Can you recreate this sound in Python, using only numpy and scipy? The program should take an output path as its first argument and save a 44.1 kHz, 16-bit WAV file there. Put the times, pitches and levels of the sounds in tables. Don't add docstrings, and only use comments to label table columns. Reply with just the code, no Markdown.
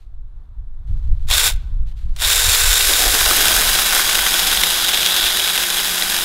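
import sys
import numpy as np
from scipy import signal
from scipy.fft import rfft, irfft
from scipy.io import wavfile
from scipy.ndimage import uniform_filter1d

SR = 44100
rng = np.random.default_rng(int(sys.argv[2]) if len(sys.argv) > 2 else 0)


def boost(x):
    u = np.asarray(x, float) / 20
    return 10 ** u


def inscribe(sig):
    pcm = np.round(np.clip(np.atleast_2d(sig).T, -1, 1) * 32767)
    wavfile.write(sys.argv[1], SR, pcm.astype(np.int16))


N = 275184
TIME = np.arange(N) / SR


def unit(x):
    return x / np.sqrt(np.mean(x ** 2) + 1e-20)


def noise():
    return rng.standard_normal(N)


def curves(rows):
    s, *columns = np.transpose(rows)
    return [np.interp(TIME, s, column) for column in columns]


def bell(centre_s, length_s):
    return np.exp(-((TIME - centre_s) / length_s) ** 2)


def colour(x, spectrum, modes=(), lift_db=0., size=4096):
    hz = np.maximum(np.fft.rfftfreq(size, 1 / SR), 1)
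    points = np.array(spectrum)
    gain = boost(np.interp(np.log(hz), np.log(points[:, 0]), points[:, 1]))
    for centre_hz, width_hz, db in modes:
        skirt = np.hypot(1, 2 * (hz - centre_hz) / width_hz) ** 2
        gain = np.hypot(gain, boost(db + lift_db) / skirt)
    cepstrum = irfft(np.log(gain + 1e-6))
    cepstrum[1:size // 2] *= 2
    cepstrum[size // 2 + 1:] = 0
    taps = irfft(np.exp(rfft(cepstrum)))
    return signal.oaconvolve(x, taps / np.linalg.norm(taps))[:N]


def drift(rate_hz):
    r = np.exp(-2 * np.pi * rate_hz / SR)
    slow = signal.lfilter([1], [1, -2 * r, r * r], rng.standard_normal(N + SR))[SR:]
    return unit(slow - slow.mean())


# (time [s], level [dB])
BREEZE = [(0, -34.5), (.8, -29), (1.2, -22.5), (2.2, -23), (3.3, -25.5), (4.1, -38), (4.6, -31.5),
          (4.9, -39), (6.24, -40)]
# (time [s], peak [dB], length [s])
GUSTS = [(.19, -29, 0.019), (0.602, -26, 0.021), (0.934, -13, 0.054), (1.112, -11, 0.053),
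         (1.275, -16.5, 0.057), (1.503, -22, 0.048), (1.564, -17, 0.021), (1.637, -16, 0.019),
         (1.784, -18.5, 0.13), (2.082, -19, 0.052), (2.266, -18.5, 0.014), (2.477, -15.5, 0.031),
         (2.67, -18, 0.046), (2.807, -20, 0.015), (2.88, -25, 0.013), (3.08, -20, .05), (3.247, -25, 0.051),
         (3.517, -26.5, .06), (3.7, -25.5, .08), (3.973, -30, .03), (4.067, -28, 0.026),
         (4.214, -31, 0.051), (5.245, -35, 0.044), (6.07, -34, 0.024)]


def wind_db():
    power = boost(curves(BREEZE)[0]) ** 2
    for s, db, length_s in GUSTS:
        power += boost(db) ** 2 * bell(s, length_s)
    return 10 * np.log10(power)


# (frequency [Hz], density [dB per Hz])
GUST_SPECTRUM = [(7.1, -24), (12, 2.5), (27, -5), (44, -5.5), (106, -24), (150, -34), (200, -45.5),
                 (330, -120)]


def wind(gust_db, duck_db):
    lumps = boost(0.53 * drift(6.4)) * noise()
    pressure = unit(colour(lumps, GUST_SPECTRUM, size=16384))
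    edge_spectrum = [(100, -41), (150, 3.5), (200, -6), (300, -24.0), (500, -57.0)]
    edge = colour(noise(), edge_spectrum, size=16384)
    flutter_db = -57.5 + 2.3 * (gust_db + 18) + duck_db
    return boost(gust_db) * pressure + boost(flutter_db) * edge


# (frequency [Hz], density [dB per Hz])
FAR_SPECTRUM = [(150, -21), (250, 0), (493, -9.5), (802, -7), (1350, -10), (2360, -23), (3170, -24),
                (3580, -18.5), (4990, -31), (13900, -36), (16000, -46.5)]


def far_rumble(gust_db, duck_db):
    lag_s = 0.18
    stir_db = 0.42 * (uniform_filter1d(gust_db, int(lag_s * SR)) + 17.5)
    level_db = -59.5 + stir_db + duck_db + 1.0 * drift(5.7)
    return boost(level_db) * colour(noise(), FAR_SPECTRUM)


def insect():
    tone_hz, pulse_hz, level_db = 3600, 60, -94
    chirp = np.maximum(np.cos(2 * np.pi * pulse_hz * TIME), 0) ** 3
    return boost(level_db) * chirp * np.sin(2 * np.pi * tone_hz * TIME)


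# (time [s], hold [s], level [dB], fade [dB per s])
RUSTLE = [
    (0, .02, -65.5, 220),
    (0.873, 0.35, -64, 60),
    (1.197, .07, -60.5, 291),
    (1.54, 0.026, -55.5, 70),
    (1.868, 0.039, -56.5, 300),
    (1.968, .02, -56, 100),
    (1.988, 0.021, -53, 172),
    (2.09, .08, -62, 300),
]
# (frequency [Hz], density [dB per Hz])
CLOTH_SPECTRUM = [(880, -39), (1500, -7.5), (2360, -8.5), (4130, -5), (5100, -14.5), (6110, -13.5),
                  (14600, -24), (16000, -34), (16500, -46)]


def rustle():
    rise_db_per_s = 1200
    moves_db = []
    for s, hold_s, db, fade in RUSTLE:
        rising = rise_db_per_s * np.maximum(s - TIME, 0)
        fading = fade * (TIME - s - hold_s)
        moves_db.append(db - np.maximum(rising, fading))
    level_db = np.max(moves_db, axis=0) + 2.0 * drift(80)
    return boost(level_db) * colour(noise(), CLOTH_SPECTRUM)


# (time [s], peak [dB])
TRIGGER = [
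    (1.2241, -37),
    (1.2695, -33),
    (1.282, -30.5),
    (2.1524, -39),
    (2.163, -14.5),
    (2.195, -12),
]


def trigger_clicks():
    decay_s = 0.0054
    events = np.array(TRIGGER)
    marks = np.zeros(N)
    marks[(events[:, 0] * SR).astype(int)] = boost(events[:, 1])
    puff = signal.lfilter([1], [1, -np.exp(-1 / (decay_s * SR))], marks + 1e-18)
    grit = rng.choice([-1, 1], N) * rng.uniform(0.93, 1, N)
    shell_spectrum = [(800, -12.5), (3500, -3), (11000, -13), (16000, -16.5)]
    return boost(-15.5) * colour(puff * grit, shell_spectrum)


# (level [dB], t60 [s], dull above [Hz])
ECHOES = [
    (-23, 0.58, 3000),
    (-44, 1.5, 3800),
]


def surroundings(x):
    t, out = TIME[:SR], 0
    for db, t60_s, dull_hz in ECHOES:
        tail = rng.standard_normal(SR) * boost(-60 * t / t60_s) * (t > .015)
        lowpass = signal.butter(2, dull_hz, fs=SR, output="sos")
        tail = signal.sosfilt(lowpass, tail / np.linalg.norm(tail))
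        out = out + boost(db) * signal.oaconvolve(x, tail)[:N]
    return out


# (on [s], off [s], rise time constant [s])
RUNS = [
    (1.269, 1.478, 0.017),
    (2.167, 6.3, 0.025),
]
# (time [s], share of free speed [0-1], load in the wood [0-1])
FEED = [(2.5, 1, 0), (2.78, .995, 0), (2.83, .988, .3), (2.9, .97, .8), (2.96, .955, .1), (3.03, .94, .9),
        (3.1, .92, .5), (3.3, .866, 1), (4.1, .825, 1), (4.6, .85, 1), (5.2, .872, 1), (5.8, .865, 1),
        (6.24, .84, 1)]
# (time [s], level over free running [dB])
LEAN = [(2.5, -0.5), (2.83, -1), (2.9, 1.5), (2.96, -1), (3.03, 1), (3.1, -0.4), (3.3, 2), (3.6, 1.76),
        (4.1, 0.5), (4.6, -0.16), (4.9, -2), (5.3, -1.5), (5.7, -2.5), (5.95, -2), (6.24, -2.5)]


def motor():
    free_links_per_s, spin_up_s, brake_s = 204.5, .058, .045
    saw_db, start_below_db = -23, 37
    brake_db_per_s, stall_db_per_s2 = 247.5, 2498
    share, load = curves(FEED)
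    lean_db = curves(LEAN)[0]
    speed, db = np.zeros(N), np.full(N, -200.)
    for on, off, rise_s in RUNS:
        since, after = np.maximum(TIME - on, 0), np.maximum(TIME - off, 0)
        speed += (1 - np.exp(-since / spin_up_s)) * np.exp(-after / brake_s)
        run_db = -start_below_db * np.exp(-since / rise_s)
        run_db = run_db - brake_db_per_s * after - stall_db_per_s2 * after ** 2
        db = np.maximum(db, np.where(TIME < on, -200, np.maximum(run_db, -200)))
    rate = np.maximum(free_links_per_s * speed * share, 20)
    return rate, np.clip(load, 0, 1), saw_db + db + lean_db, np.clip(speed, 0, 1)


def clatter(links, rate, uneven_db, cutter_db, link_db, sprocket_db, flicker_db):
    force = rng.standard_normal(3000)[links.astype(int)]
    since = links % 1
    gap_db = np.minimum(link_db * (200 / rate) ** 3, 12) * (since - .4)
    knock_db = uneven_db * force + cutter_db * (links % 4 < 1)
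    db = knock_db * np.exp(-((since - .3) / .45) ** 2) - gap_db
    db = db + sprocket_db * np.cos(2 * np.pi * links) + flicker_db * drift(40)
    ticks = boost(2.0 * np.minimum(rng.exponential(1, N), 6))
    return unit(boost(db) * ticks * noise())


SPLIT_HZ = [900, 2700, 4300]


def parts(x):
    low, mid, high = SPLIT_HZ
    shapes = [([low, mid], "band"), (low, "low"), ([mid, high], "band"), (high, "high")]
    filters = [signal.butter(3, hz, kind, fs=SR, output="sos") for hz, kind in shapes]
    return np.array([unit(signal.sosfilt(sos, x)) for sos in filters])


# (frequency [Hz], density [dB per Hz])
FREE_SPECTRUM = [(150, -77), (260, -32), (350, -26.5), (480, -16.5), (960, -9.5), (1550, -3), (3000, -7),
                 (6000, 1.5), (10000, 4), (13000, 1), (16000, -4)]
# (frequency [Hz], width [Hz], level [dB])
FREE_MODES = [(1520, 170, -2.5), (3495, 620, 0), (3700, 410, 1), (5310, 730, -1.5), (6840, 200, -10.5),
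              (6660, 200, -8), (7370, 1100, 3.5), (8900, 200, -15), (10060, 280, -9), (12800, 350, -10.5)]
# (frequency [Hz], density [dB per Hz])
CUT_SPECTRUM = [(76, -35), (130, -24.5), (176, -17.5), (505, -11.5), (774, -7), (950, -4.5), (1540, 10),
                (2000, 2.5), (2900, -1), (4250, -13.5), (6000, 5), (12200, 6), (16000, -2)]
# (frequency [Hz], width [Hz], level [dB])
CUT_MODES = [(759, 17, -7.5), (1515, 130, 1), (3426, 540, 8.5), (3828, 410, 5.5), (5044, 1100, 1.5),
             (6560, 77, 3), (10060, 110, 3), (12000, 510, -3.5)]
# (time [s], level [dB])
TAUT = [
    (1.322, 5.5),
    (2.248, 4.5),
]


def chain(rate, load, level_db, speed):
    links = np.cumsum(rate * (1 + (.02 + .04 * load) * drift(30))) / SR
    loose = clatter(links, rate, 2.2, cutter_db=1.8, link_db=1.2, sprocket_db=.4, flicker_db=.5)
    loaded = clatter(links, rate, 1.6, cutter_db=1.4, link_db=.6, sprocket_db=1.4, flicker_db=.6)
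    free = colour(loose, FREE_SPECTRUM, FREE_MODES, lift_db=3)
    cut = colour(loaded, CUT_SPECTRUM, CUT_MODES, lift_db=6.5)
    housing, log, bar, hiss = np.sqrt(1 - load) * parts(free) + np.sqrt(load) * parts(cut)
    slow = 1 - speed
    buried_s = 0.43
    sunk = 1 - np.exp(-np.cumsum(load) / SR / buried_s)
    log_db = -12 + 5 * load + 6.5 * slow
    bar_db = 4.5 - 1.28 * load - 1 * slow
    bar_db += 3 * bell(5.11, 0.51)
    bar_db += sum(db * bell(s, .012) for s, db in TAUT)
    hiss_db = 4.5 - 6 * slow - 3 * sunk
    mix = housing + boost(log_db) * log + boost(bar_db) * bar + boost(hiss_db) * hiss
    return boost(level_db + 2.45) * mix


# (multiple of link rate, in air [dB], in wood [dB], wobble [Hz])
HUM = [
    (1, -82, -42.5, 6),
    (2, -46.5, -42, 6),
    (1.178, -82, -49, 2),
    (2.365, -42, -47, 4),
    (4.7, -60, -46, 4),
]


def hum(rate, load):
    out = 0
    for multiple, air_db, wood_db, wobble_hz in HUM:
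        hz = multiple * rate + wobble_hz * (.1 + load) * drift(8)
        level_db = air_db + load * (wood_db - air_db) + 2.5 * load * drift(9)
        out = out + boost(level_db) * np.sqrt(2) * np.sin(2 * np.pi * np.cumsum(hz) / SR)
    return out * np.clip(rate / 200, 0, 1) ** 4 * np.clip(rate / 165, 0, 1) ** 12


def whine():
    start_s, length_s, tone_hz, level_db = 2.1535, .009, 8500, -58
    gate = np.abs(TIME - start_s - length_s / 2) < length_s / 2
    return boost(level_db) * gate * np.sin(2 * np.pi * tone_hz * TIME)


# (time [s], peak [dB], ring [Hz])
SNAGS = [(2.7729, -4, 3600), (2.8088, 0.5, 3820), (2.936, -2.5, 3660), (3.0213, -3.5, 3470),
         (3.5112, -9, 3750), (3.7876, -5, 3520), (4.1358, -19, 3530), (4.1537, -1.5, 3560),
         (4.2645, -2.5, 3250), (4.3413, -2, 3380), (4.3937, -2, 3910), (4.471, -2, 4960),
         (4.5289, -5, 3610), (4.5483, -5.5, 3690), (4.5728, -3, 3460), (4.6356, 2.5, 3270),
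         (4.8317, -6, 3830), (4.8841, -3, 3130), (4.9449, -1.5, 3310), (4.9739, 0.5, 3180),
         (5.0083, -10, 3180), (5.0307, -1.5, 3220), (5.0617, 2.5, 3420), (5.2413, -2, 3180),
         (5.2662, -2.5, 3180), (5.4019, -3, 3270), (5.4757, -3.5, 3100), (5.5775, -1.5, 3200),
         (5.6354, -4, 3120), (6.023, -1, 3860)]
# (time [s], peak [dB], ring [Hz])
KNOCKS = [(2.895, -15, 1540), (3.149, -9.5, 1530), (3.213, -10.5, 1480), (3.262, -7.5, 1450),
          (3.311, -7.5, 1220), (3.409, -11, 1520), (3.469, -12, 1400), (3.51, -11.5, 1444),
          (3.623, -12.5, 1570), (3.789, -10.5, 1490), (3.933, -11, 1460), (3.966, -10.5, 1540),
          (3.995, -9, 1430), (4.092, -11, 1510), (4.19, -10, 1640), (4.265, -10.5, 1710)]
# (frequency [Hz], density [dB per Hz])
SNAG_SPECTRUM = [(150, -40), (500, -26), (1500, -12), (3300, -8), (5000, -14), (9000, -17), (16000, -24)]
# (frequency [Hz], density [dB per Hz])
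LOG_SPECTRUM = [(120, -50), (250, -6), (450, 3), (800, 2), (1500, -22), (16000, -40)]


def snags():
    out, t = np.zeros(N + 2048), TIME[:2048]
    start_s = FEED[2][0]
    nicks_per_s, nick_db, nick_spread_db, nick_hz, nick_spread_hz = 16, -6, 1.2, 3450, 250
    crack_db, thud_db, thud_spread_db, knock_db = -0.5, -26.5, 1.2, 6.5
    luck = rng.standard_normal((int(nicks_per_s * (TIME[-1] - start_s)), 2))
    nick_times = rng.uniform(start_s, TIME[-1], len(luck))
    nicks = np.c_[nick_times, [nick_db, nick_hz] + luck * [nick_spread_db, nick_spread_hz]]
    events = np.r_[SNAGS, np.add(KNOCKS, [0, knock_db, 0]), nicks]
    grit = rng.standard_normal((len(events), 2, 2048))
    for (s, db, hz), (tear, push) in zip(events, grit):
        crack = colour(tear * t * np.exp(-t / .0012), SNAG_SPECTRUM, [(hz, 900, 0.)])[:2048]
        thud = colour(push * t * np.exp(-t / .004), LOG_SPECTRUM)[:2048]
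        hit = boost(.5 * db + crack_db) * crack / np.abs(crack).max()
        hit += boost(thud_db + thud_spread_db * push[0]) * thud / np.abs(thud).max()
        at = int((s - .001) * SR)
        out[at:at + 2048] += boost(db) * hit
    return out[:N]


# (time [s], peak [dB])
BITES = [(2.893, -22), (2.915, -25), (2.987, -23), (3.02, -23), (3.059, -21), (3.135, -24), (3.271, -22),
         (3.31, -24), (3.372, -25), (3.424, -25), (3.509, -24), (3.577, -26), (3.626, -27)]
# (frequency [Hz], width [Hz], level [dB])
LOG_MODES = [(300, 84, 6), (358, 36, 7), (447, 22, 14.5), (736, 140, 8)]


def bites():
    out, t = np.zeros(N), TIME[:4096]
    for (s, db), push in zip(BITES, rng.standard_normal((len(BITES), 4096))):
        shake = colour(push * t * np.exp(-t / .012), LOG_SPECTRUM, LOG_MODES)[:4096]
        at = int(s * SR) - 300
        out[at:at + 4096] += boost(db + 2) * shake / np.abs(shake).max()
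    return out


def scene():
    rate, load, level_db, speed = motor()
    saw = trigger_clicks() + chain(rate, load, level_db, speed) + hum(rate, load)
    saw = saw + whine() + snags() + bites()
    gust_db = wind_db()
    duck_db, far_duck_db = -4.5 * speed, -13.5 * speed
    air = wind(gust_db, duck_db) + far_rumble(gust_db, duck_db + far_duck_db)
    return (saw + surroundings(saw) + air + insect() + rustle())[None]


def roll_off(x):
    return signal.sosfilt(signal.butter(12, 17050, fs=SR, output="sos"), x)


def record(dry):
    soft = dry / (1 + (dry / .84) ** 6) ** (1 / 6)
    lowpass = signal.ellip(12, .3, 90, 15720, fs=SR, output="sos")
    return roll_off(signal.sosfilt(lowpass, soft))


dry = scene()
out = record(dry)
inscribe(out)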